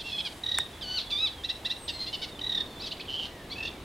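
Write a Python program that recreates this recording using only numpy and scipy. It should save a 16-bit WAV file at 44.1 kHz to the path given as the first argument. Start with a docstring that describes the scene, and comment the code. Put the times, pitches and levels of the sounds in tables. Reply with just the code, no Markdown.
"""In a reed bed, a reed warbler chatters: nasal notes, two long squeals, trills, a rattle, chips and a buzz.
Each song sound is a stack of harmonics shaped by a throat resonance, with some rough noise mixed in.
Stems scatter the song and a wall sends it back. Faint slurs are late echoes of the trill and squeals,
and some distant birds. A thin high whistle falls and one sharp click cracks.
Behind them, filtered noise makes a leafy rustle, a steady hiss and light wind."""
import sys
import numpy as np
from scipy import signal
from scipy.fft import rfft, irfft
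from scipy.io import wavfile

SR = 44100
rng = np.random.default_rng(int(sys.argv[2]) if len(sys.argv) > 2 else 0)


def store_wav(level_fs):
    """Save 16-bit WAV to argv[1]."""
    pcm = np.round(np.clip(np.atleast_2d(level_fs), -1, 1) * 32767)
    wavfile.write(sys.argv[1], SR, pcm.T.astype(np.int16))


N = 169344
T = np.arange(N) / SR


def undb(db):
    """Turn decibels into a gain."""
    return 10 ** (np.asarray(db) / 20)


def unit(x):
    """Scale to rms 1."""
    return x / np.sqrt(np.mean(x ** 2))


def colour(x, points):
    """Shape the spectrum by a curve of (f/Hz, level/dB) points."""
    hz, db = np.array(points).T
    f = np.maximum(np.fft.rfftfreq(len(x), 1 / SR), 1)
    gain = undb(np.interp(np.log(f), np.log(hz), db))
    return irfft(rfft(x) * gain, len(x))


def noise(points):
    """Noise as long as the scene, with the given spectrum and rms 1."""
    return unit(colour(rng.standard_normal(N), points))


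def wander(t, rate):
    """Random values joined by straight lines, rate of them a second."""
    return np.interp((t - t[0]) * rate, np.arange(16384), rng.standard_normal(16384))


def add(out, t, x):
    """Mix x into out at its own times."""
    i = int(round(t[0] * SR)) + np.arange(len(x))
    inside = (i >= 0) & (i < N)
    out[i[inside]] += x[inside]


EDGE_S = 0.0011  # fade at each end


def controls(rows):
    """Give the times, a soft-edged gate and the columns of a curve, joined by straight lines."""
    times, *columns = np.array(rows).T
    t = np.arange(times[0], times[-1], 1 / SR)
    gate = np.clip(np.minimum(t - t[0], t[-1] - t) / EDGE_S, 0, 1)
    return (t, gate, *[np.interp(t, times, c) for c in columns])


BELOW_DB, ABOVE_DB = 28, 58  # how fast the throat resonance falls away on each side, dB per octave
LEAK_DB, FUNDAMENTAL_DB = -59, -31  # gain added to every harmonic, and to the lowest one
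UPPER_HZ, UPPER_OCTAVES = 4450, 0.2  # a second resonance of the open beak
JITTER, SHIMMER_DB = .028, 2  # random pitch shake at roughness 1 (share of pitch); harmonic level shake
RASP, RASP_OCTAVES, SPRAY_DB = .6, 0.28, -51  # rough noise: amount, bandwidth, broad hiss within it


def syrinx(t, hz, throat_hz, rough, below_db=BELOW_DB, above_db=ABOVE_DB, upper_db=-40, upper_hz=UPPER_HZ):
    """The voice organ gives harmonics that throat and beak shape; roughness shakes pitch and adds rasp."""
    phase = 2 * np.pi * np.cumsum(hz * (1 + JITTER * rough * wander(t, 1100))) / SR
    k = np.arange(1, 11)[:, None]  # harmonic numbers
    octaves = np.log2(k * hz / throat_hz)
    throat = undb(np.minimum(below_db * octaves, -above_db * octaves))
    throat = throat + undb(LEAK_DB) + (k == 1) * undb(FUNDAMENTAL_DB)
    beak = undb(upper_db) * np.exp(-.5 * (np.log2(k * hz / upper_hz) / UPPER_OCTAVES) ** 2)
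    gain = (throat + beak) * (k * hz < 12500)
    shimmer = undb(SHIMMER_DB * np.array([wander(t, 247.8) for _ in k]))
    tone = (gain * shimmer * np.sin(k * phase)).sum(0) / np.sqrt((gain ** 2).sum(0))
    f = np.fft.rfftfreq(16384, 1 / SR) + 1
    band = 1 / (1 + (np.log2(f / 3750) / RASP_OCTAVES) ** 4) ** 0.54
    band = band + undb(SPRAY_DB) / (1 + np.log2(f / 5500) ** 4)
    rasp = unit(irfft(band * rfft(rng.standard_normal(16384))))[:len(t)]
    # hold the overall level roughly steady as rasp is added
    return (tone + RASP * rough * rasp) / np.sqrt(1 + 2 * (RASP * rough) ** 2)


EDGE_ROUGH = .18  # extra roughness at the ends of a note


def note(start, length, pitches, throat_hz, rough, swell, below_db=BELOW_DB, upper_db=-30, upper_hz=UPPER_HZ):
    """One note: pitch bends through evenly spaced values, level swells and falls, both ends are hoarser."""
    u = np.linspace(0, 1, int(length * SR))
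    t = start + u * length
    bend = np.polyfit(np.linspace(0, 1, len(pitches)), pitches, len(pitches) - 1)
    hz = np.polyval(bend, u)
    hoarse = rough + EDGE_ROUGH * (2 * u - 1) ** 2
    voice = syrinx(t, hz, throat_hz, hoarse, below_db, upper_db=upper_db, upper_hz=upper_hz)
    return t, np.abs(np.sin(np.pi * u)) ** swell * voice


def warbler():
    """The full song: every kind of sound from the one bird, added together."""
    return nasal_notes() + squeals() + trills() + rattle() + chips() + buzz()


# single notes: start t/s, length t/s, start f/Hz, middle f/Hz, end f/Hz, throat f/Hz, level/dB,
# roughness (0 = least), slope below the throat/dB per octave, beak resonance level/dB
NASAL_NOTES = np.array([ (-.015, 0.042, 936, 873, 734, 3470, -34.5, 0.67, 35, -36),
               (.032, 0.084, 2610, 2740, 2500, 3000, -38.5, 0, 30, -12),
               (.035, 0.11, 840, 850, 816, 3600, -40, 1.42, 35, -28),
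               (.118, 0.04, 822, 856.5, 818, 3450, -28.5, 0.05, 30, -18),
               (.156, 0.028, 846, 833, 805, 3360, -34, 0.26, 45, -26),
               (.181, 0.033, 756, 862, 707, 3420, -25.5, 0.15, 33, -21),
               (.246, 0.036, 818, 811, 692, 3300, -30, 0.42, 17, -7.5),
               (1.878, 0.018, 2104, 1734, 1390, 4100, -30.5, 0.9, 44, -5),
               (1.887, 0.022, 1028, 935, 890, 3840, -26.5, 0.5, 15, -11),
               (1.922, 0.12, 2150, 2074, 2020, 4000, -39, 0.42, 22, -25),
               (1.993, 0.061, 2065, 2100, 2003, 4120, -32, 0.47, 30, -25),
               (2.062, 0.036, 601, 699, 690, 4150, -31, 0.35, 17, -42),
               (2.127, 0.033, 732, 754, 657, 3110, -29.5, 0.43, 42, -10),
               (2.215, 0.039, 717, 753, 620, 3480, -30, 0.56, 13, -2),
               (2.391, 0.0061, 1010, 1030, 860, 3020, -33.5, 0.4, 43, -27),
               (2.795, 0.032, 1700, 2240, 2520, 4280, -36, 0.4, 36, -20),
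               (2.815, 0.0504, 1310, 1306, 1200, 3760, -33.5, 0.56, 27, -12),
               (2.858, 0.029, 1100, 1150, 950, 4240, -32.5, 1.15, 27, -12),
               (2.907, 0.016, 3350, 3910, 5100, 4000, -34, .4, 30, -30),
               (2.914, 0.017, 2500, 2930, 3100, 3000, -31.5, .4, 30, -30),
               (2.922, 0.0118, 4720, 3920, 3200, 4000, -34, .6, 30, -30),
               (2.965, 0.012, 1670, 2430, 1670, 3700, -50, 0.4, 23, -12),
               (2.995, 0.013, 1760, 2474, 2550, 3600, -36.5, 0.4, 9, -14),
               (3.005, 0.012, 4900, 3680, 2820, 3700, -33, .45, 30, -30),
               (3.052, 0.0058, 1900, 2590, 1690, 3500, -50, 0.4, 16, -12),
               (3.498, 0.0296, 1965, 2130, 2400, 4300, -38, 0.3, 9.5, -22),
               (3.513, 0.034, 1070, 1150, 1115, 3600, -35, 0.63, 13, -11)])


def nasal_notes():
    """Short notes whose throat resonance, mostly far above the pitch, makes them nasal."""
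    out = np.zeros(N)
    for start, length, first, middle, last, throat, db, rough, slope, upper in NASAL_NOTES:
        t, x = note(start, length, (first, middle, last), throat, rough, swell=.6,
                    below_db=slope, upper_db=upper)
        add(out, t, x * undb(db))
    return out


# the path of each long squeal: t/s, f/Hz, level/dB, roughness (0 = clear)
SQUEAL_PATHS = [
    [(.811, 1896, -37.5, 0.2), (.828, 1580, -33, 0.34), (.856, 1469, -40.5, 0.37), (.90, 1491, -32.5, 0.25),
     (.935, 1502, -32, 0.3), (.962, 1510, -29.5, 0.3), (.974, 1484, -29.5, 0.3), (.987, 1289, -22, 0.2),
     (.995, 1164, -30, 0.1), (1.019, 822, -33, 0.8)],
    [(1.103, 1492, -34, 0.6), (1.109, 1315, -28, 0.7), (1.122, 1145, -28.5, 0.2), (1.137, 1188, -26, 0.17),
     (1.163, 1161, -29.5, 0.04), (1.186, 1236, -30.5, .25), (1.225, 1294, -22.5, 0.05),
     (1.251, 1307, -23.5, 0), (1.272, 1146, -26.5, 0.1), (1.285, 924, -36, 0.6)],
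]
# one throat per squeal: throat f/Hz, slope above it/dB per octave, high resonance level/dB
SQUEAL_VOICES = [(3850, 44.5, -45), (3770, 49, -49)]
SQUEAL_UPPER_HZ, SQUEAL_FLUTTER = 11200, .007  # high resonance; random pitch shake (share of pitch)


def squeals():
    """Two long cries that glide in pitch with a fine flutter."""
    out = np.zeros(N)
    for rows, (throat, above, upper) in zip(SQUEAL_PATHS, SQUEAL_VOICES):
        t, gate, hz, db, rough = controls(rows)
        hz = hz * (1 + SQUEAL_FLUTTER * wander(t, 505))
        voice = syrinx(t, hz, throat, rough, above_db=above, upper_db=upper, upper_hz=SQUEAL_UPPER_HZ)
        add(out, t, gate * undb(db) * voice)
    return out


# trill pips: centre t/s, length t/s, pitch f/Hz, throat f/Hz, level/dB
TRILL_PIPS = np.array([ (.440, .013, 1916, 3850, -26.5), (.466, 0.015, 1885, 3850, -23.5),
              (.493, 0.02, 1926, 3850, -24.5), (.520, .015, 1894, 3850, -21.5),
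              (.549, 0.02, 1920, 3850, -22), (.578, .022, 1820, 3500, -24), (.606, .025, 1863, 3620, -23.5),
              (2.418, 0.014, 1908, 3850, -28), (2.444, 0.021, 1920, 3850, -28),
              (2.470, .017, 1954, 3850, -27.5), (2.498, .015, 1920, 3850, -24.5),
              (2.525, 0.018, 1863, 3820, -22.5), (2.552, 0.015, 1897, 3800, -20.5),
              (2.580, .02, 1804, 3800, -23.5), (2.608, 0.02, 1840, 3850, -23.5)])
# pitch bend of a pip, as shares of its pitch: a slight rise, then a steep hook downward
PIP_BEND = (.95, 1.003, .992, .83)
PIP_ROUGH, PIP_BELOW_DB = 0.2, 19  # roughness; slope below the throat, dB per octave
PIP_UPPER_DB, PIP_UPPER_HZ = -32, 5530  # beak resonance


def trills():
    """Quick rows of short pips, each hooking downward at its end."""
    out = np.zeros(N)
    for centre, length, hz, throat, db in TRILL_PIPS:
        t, x = note(centre - length / 2, length, hz * np.array(PIP_BEND), throat, PIP_ROUGH, swell=1.6,
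                    below_db=PIP_BELOW_DB, upper_db=PIP_UPPER_DB, upper_hz=PIP_UPPER_HZ)
        add(out, t, x * undb(db))
    return out


# closing rattle: centre t/s, length t/s, pitch f/Hz, fall as share of pitch, throat f/Hz, level/dB,
# beak resonance level/dB
RATTLE_NOTES = np.array([(3.565, 0.019, 855, 0, 2650, -36, -25), (3.587, 0.013, 886, 0, 2720, -29, -33),
                (3.608, .015, 882, 0.032, 2700, -30, -34), (3.633, 0.016, 892, 0.023, 2980, -27.5, -27),
                (3.657, 0.019, 902, 0.045, 3200, -28, -24), (3.679, .019, 905, 0.086, 3380, -31, -28)])
RATTLE_ROUGH, RATTLE_BELOW_DB, RATTLE_UPPER_HZ = 0.29, 28, 5170  # slope in dB per octave


def rattle():
    """A closing row of low notes whose throat resonance climbs overall from first to last."""
    out = np.zeros(N)
    for centre, length, hz, fall, throat, db, upper in RATTLE_NOTES:
        pitches = hz * np.array([1 + fall, 1, 1 - 2 * fall])
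        t, x = note(centre - length / 2, length, pitches, throat, RATTLE_ROUGH, swell=1.1,
                    below_db=RATTLE_BELOW_DB, upper_db=upper, upper_hz=RATTLE_UPPER_HZ)
        add(out, t, x * undb(db))
    return out


# two-voiced chips: start t/s, length t/s, level/dB
CHIP_CALLS = np.array([(1.431, 0.032, -26.5), (1.483, .036, -24), (1.643, 0.0333, -23.5),
              (1.692, 0.04, -24)])
CHIP_HZ, CHIP_THROAT_HZ, CHIP_ROUGH = (1513, 1917, 2030), 4000, .34  # pitch at start, middle, end
SECOND_HZ, SECOND_THROAT_HZ = (2450, 2740, 2700), 4060  # the other side of the syrinx
SECOND_DB, SECOND_LATE_S = -13, 0.0075  # against the first voice


def chips():
    """Rising chips: both sides of the syrinx sound, the second fainter and slightly late."""
    out = np.zeros(N)
    for start, length, db in CHIP_CALLS:
        t, x = note(start, length, CHIP_HZ, CHIP_THROAT_HZ, CHIP_ROUGH, swell=2.2, below_db=19)
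        add(out, t, x * undb(db))
        t, x = note(start + SECOND_LATE_S, length, SECOND_HZ, SECOND_THROAT_HZ, CHIP_ROUGH, swell=1.9)
        add(out, t, x * undb(db + SECOND_DB))
    return out


# path of the buzz: t/s, f/Hz, level/dB, roughness (0 = clear)
BUZZ_PATH = [(3.073, 3660, -44, .4), (3.087, 3080, -34, 0.26), (3.125, 3050, -32.5, .45),
             (3.16, 3060, -30, 0.47), (3.18, 3200, -30, 0), (3.197, 3080, -28, 0.2),
             (3.22, 3030, -29.5, 0.37), (3.245, 2950, -30.5, 0.72), (3.273, 3000, -36.5, 1.6)]
BUZZ_THROAT_HZ, BUZZ_PULSE_HZ = 3066, 150.2  # throat; average pulse rate
BUZZ_SCATTER, BUZZ_SHARPNESS = .13, 1.3  # random share of the pulse rate; power that narrows the pulses
BUZZ_SWING, BUZZ_DRIFT = .11, .017  # pitch sweep in each pulse, random pitch shake (shares of pitch)
BUZZ_RASP_DB, BUZZ_RASP_HZ = -25, 4300  # noise against the buzz level; its strongest frequency


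def buzz():
    """A tone and noise chopped into fast uneven pulses, heard as a buzz."""
    out = np.zeros(N)
    t, gate, hz, db, rough = controls(BUZZ_PATH)
    beat = 2 * np.pi * np.cumsum(BUZZ_PULSE_HZ * (1 + BUZZ_SCATTER * wander(t, 83))) / SR
    pulses = np.abs(np.sin(beat / 2)) ** BUZZ_SHARPNESS * undb(2.0 * wander(t, 154))
    sweep = .5 - beat / (2 * np.pi) % 1  # each pulse is a tiny downward chirp
    hz = hz * (1 + BUZZ_SWING * sweep + BUZZ_DRIFT * wander(t, 300))
    add(out, t, gate * pulses * undb(db) * syrinx(t, hz, BUZZ_THROAT_HZ, rough))
    spectrum = [(2000, -25), (BUZZ_RASP_HZ, 0), (5800, -8), (8500, -28)]  # f/Hz, level/dB
    rasp = unit(colour(rng.standard_normal(len(t)), spectrum))
    add(out, t, gate * pulses * undb(db + BUZZ_RASP_DB) * rasp)
    return out


# spectrum of the click before its low cut: f/Hz, level/dB
CLICK_SPECTRUM = [(300, -33), (550, -9), (800, 0.5), (1600, 3), (2600, -4.5), (5000, -11), (7400, -4),
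                  (10000, -5), (13000, -26), (16000, -16)]
CLICK_S, CLICK_DB = .5853, -19  # start; noise level before the low cut
CLICK_HOLD_S, CLICK_DECAY_S = 0.00076, 0.0015


def click():
    """One dry crack: a burst of noise that dies in a few milliseconds."""
    age = T - CLICK_S
    burst = (age >= 0) * np.exp(-np.maximum(age - CLICK_HOLD_S, 0) / CLICK_DECAY_S)
    crack = undb(CLICK_DB) * burst * noise(CLICK_SPECTRUM)
    low_cut = signal.butter(4, 760, "high", fs=SR, output="sos")
    return signal.sosfilt(low_cut, crack)


# late echoes of the trill and squeals, and some distant birds:
# start t/s, length t/s, start f/Hz, end f/Hz, level/dB
FAINT_SLURS = np.array([(.72, 0.073, 3470, 3400, -49), (1.06, 0.096, 3420, 3457, -36.5),
               (1.33, 0.1, 3440, 3100, -48.5), (2.29, 0.096, 3820, 3450, -48),
               (2.66, 0.088, 4300, 4450, -53.5), (2.70, 0.1, 3550, 3504, -47.5),
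               (3.29, 0.18, 2040, 1686, -53.5), (3.70, 0.077, 2450, 2250, -55)])


def faint_slurs():
    """Faint slurs, wavering in level: late echoes of the trill and squeals, and some distant birds."""
    out = np.zeros(N)
    for start, length, first, last, db in FAINT_SLURS:
        t, x = note(start, length, (first, (first + last) / 2, last), first, 0.064, swell=0.53)
        add(out, t, x * undb(db + 2.3 * wander(t, 126)))
    return out


# path of the thin whistle: t/s, f/Hz, level/dB
WHISTLE_PATH = [(1.775, 8700, -55), (1.805, 8480, -51.5), (1.85, 8240, -46), (1.875, 8180, -54),
                (1.92, 8000, -56), (1.99, 7750, -61)]


def whistle():
    """A faint, falling, nearly pure tone, likely another small bird; its pitch shakes slightly."""
    out = np.zeros(N)
    t, gate, hz, db = controls(WHISTLE_PATH)
    phase = 2 * np.pi * np.cumsum(hz * (1 + 0.011 * wander(t, 1980))) / SR
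    add(out, t, gate * undb(db) * np.sin(phase))
    return out


# echoes of the song: delay t/s, level/dB
ECHO_DELAYS = [(.0095, -8.5), (.056, -15.5), (0.106, -30), (0.17, -45)]
# left against right for sounds in the reeds: f/Hz, level/dB
SONG_PAN = [(1500, -1), (2800, -1.5), (3600, -3), (4500, 3), (6000, -0.5), (8000, 0.5)]
SCATTER_DB, SCATTER_T60_S = -12, 0.26  # near stems; T60 is the time to fade by 60 dB
FAR_DB, FAR_T60_S = -16, 0.24  # far tail


def reed_bed(x):
    """Direct sound, a few clear reflections, scatter from near stems and a faint far tail."""
    t = T[:SR]

    def tail(t60, rise_s):
        h = rng.standard_normal(SR) * undb(-60 * t / t60) * (1 - np.exp(-t / rise_s))
        return h / np.linalg.norm(h)

    def scattered():
        near = undb(SCATTER_DB) * tail(SCATTER_T60_S, 0.01)
        far = undb(FAR_DB) * tail(FAR_T60_S, 0.0041)
        return signal.fftconvolve(x, near + far)[:N]

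    mid, side = scattered(), scattered()
    echoes = sum(undb(db) * np.pad(x, (int(delay * SR), 0))[:N] for delay, db in ECHO_DELAYS)
    left, right = widen(x + echoes + mid, side * 1.16)
    pan = np.array(SONG_PAN)
    return np.array([colour(left, pan * [1, .5]), colour(right, pan * [1, -.5])])


# side filter for the stereo width: f/Hz, level/dB
STEREO_WIDTH = [(40, -31), (100, -31), (250, -24), (600, -16), (1200, -10.5), (4000, -7.5), (7000, -11),
                (12000, -46)]


def widen(mid, side):
    """Left and right from a mid and a filtered side, nearly mono in the highest treble."""
    return mid + np.array([[1], [-1]]) * colour(side, STEREO_WIDTH)


# loudness of the rustle: t/s, level/dB
RUSTLE_LOUDNESS = [(0, -62.5), (.32, -57.5), (.6, -63.5), (1.2, -65), (2.2, -63.5), (3.84, -88)]
# relative spectrum of the rustle: f/Hz, level/dB
RUSTLE_SPECTRUM = [(2000, -24), (6000, 3), (10000, 5.5), (12500, -5), (16000, -26)]


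def rustle():
    """Dry leaves brush together in a short gust: a soft flickering hiss."""
    level_db = np.interp(T, *np.array(RUSTLE_LOUDNESS).T) + 1.9 * wander(T, 42)
    return noise(RUSTLE_SPECTRUM) * undb(level_db)


# relative spectrum of the steady outdoor hiss: f/Hz, level/dB
AIR_SPECTRUM = [(15, -40), (25, -2.5), (53, 0.5), (80, 3), (165, -6), (361, -6.5), (557, -7.5), (654, -6.5),
                (981, -9.5), (1390, -15), (1930, -13), (2390, -15.5), (3780, -14), (4100, -18), (5820, -25),
                (9990, -27), (15800, -33)]
AIR_DB = -46.5  # average level of that hiss
# relative spectrum of the wind: f/Hz, level/dB
WIND_SPECTRUM = [(30, 0), (70, 2), (160, 2.5), (320, 6), (600, -4), (1200, -9), (3000, -41)]
# loudness of the wind: t/s, level/dB
WIND_LOUDNESS = [(0, -52.5), (1.5, -54), (2.1, -51.5), (2.8, -47), (3.2, -51.5), (3.6, -46.5), (3.84, -47)]


def breeze():
    """Steady outdoor hiss and a low wash of wind that rises and falls and ends stronger."""
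    def bed(points):
        return widen(noise(points), noise(points))

    air = bed(AIR_SPECTRUM) * undb(AIR_DB + .5 * wander(T, 6.78))
    gust_db = np.interp(T, *np.array(WIND_LOUDNESS).T) + 0.51 * wander(T, 9.9)
    return air + bed(WIND_SPECTRUM) * undb(gust_db)


CLICK_SIDE_DB, CLICK_ECHO_DB = -12, -13.5  # stereo spread of the click; its share sent into the reeds


def scene():
    """The birds in the reeds, the near click, the breeze and its rustle."""
    crack = click()
    near = crack + np.array([[1], [-1]]) * undb(CLICK_SIDE_DB) * click()
    in_reeds = warbler() + whistle() + faint_slurs() + undb(CLICK_ECHO_DB) * crack
    return reed_bed(in_reeds) + near + breeze() + rustle()


TOP_HZ = 15800


def record(dry):
    """The recorder cuts the top: a steep low-pass filter, run both ways so it adds no delay."""
    low_pass = signal.ellip(10, .05, 60, TOP_HZ, fs=SR, output="sos")
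    return signal.sosfiltfilt(low_pass, dry)


dry = scene()
out = record(dry)
store_wav(out)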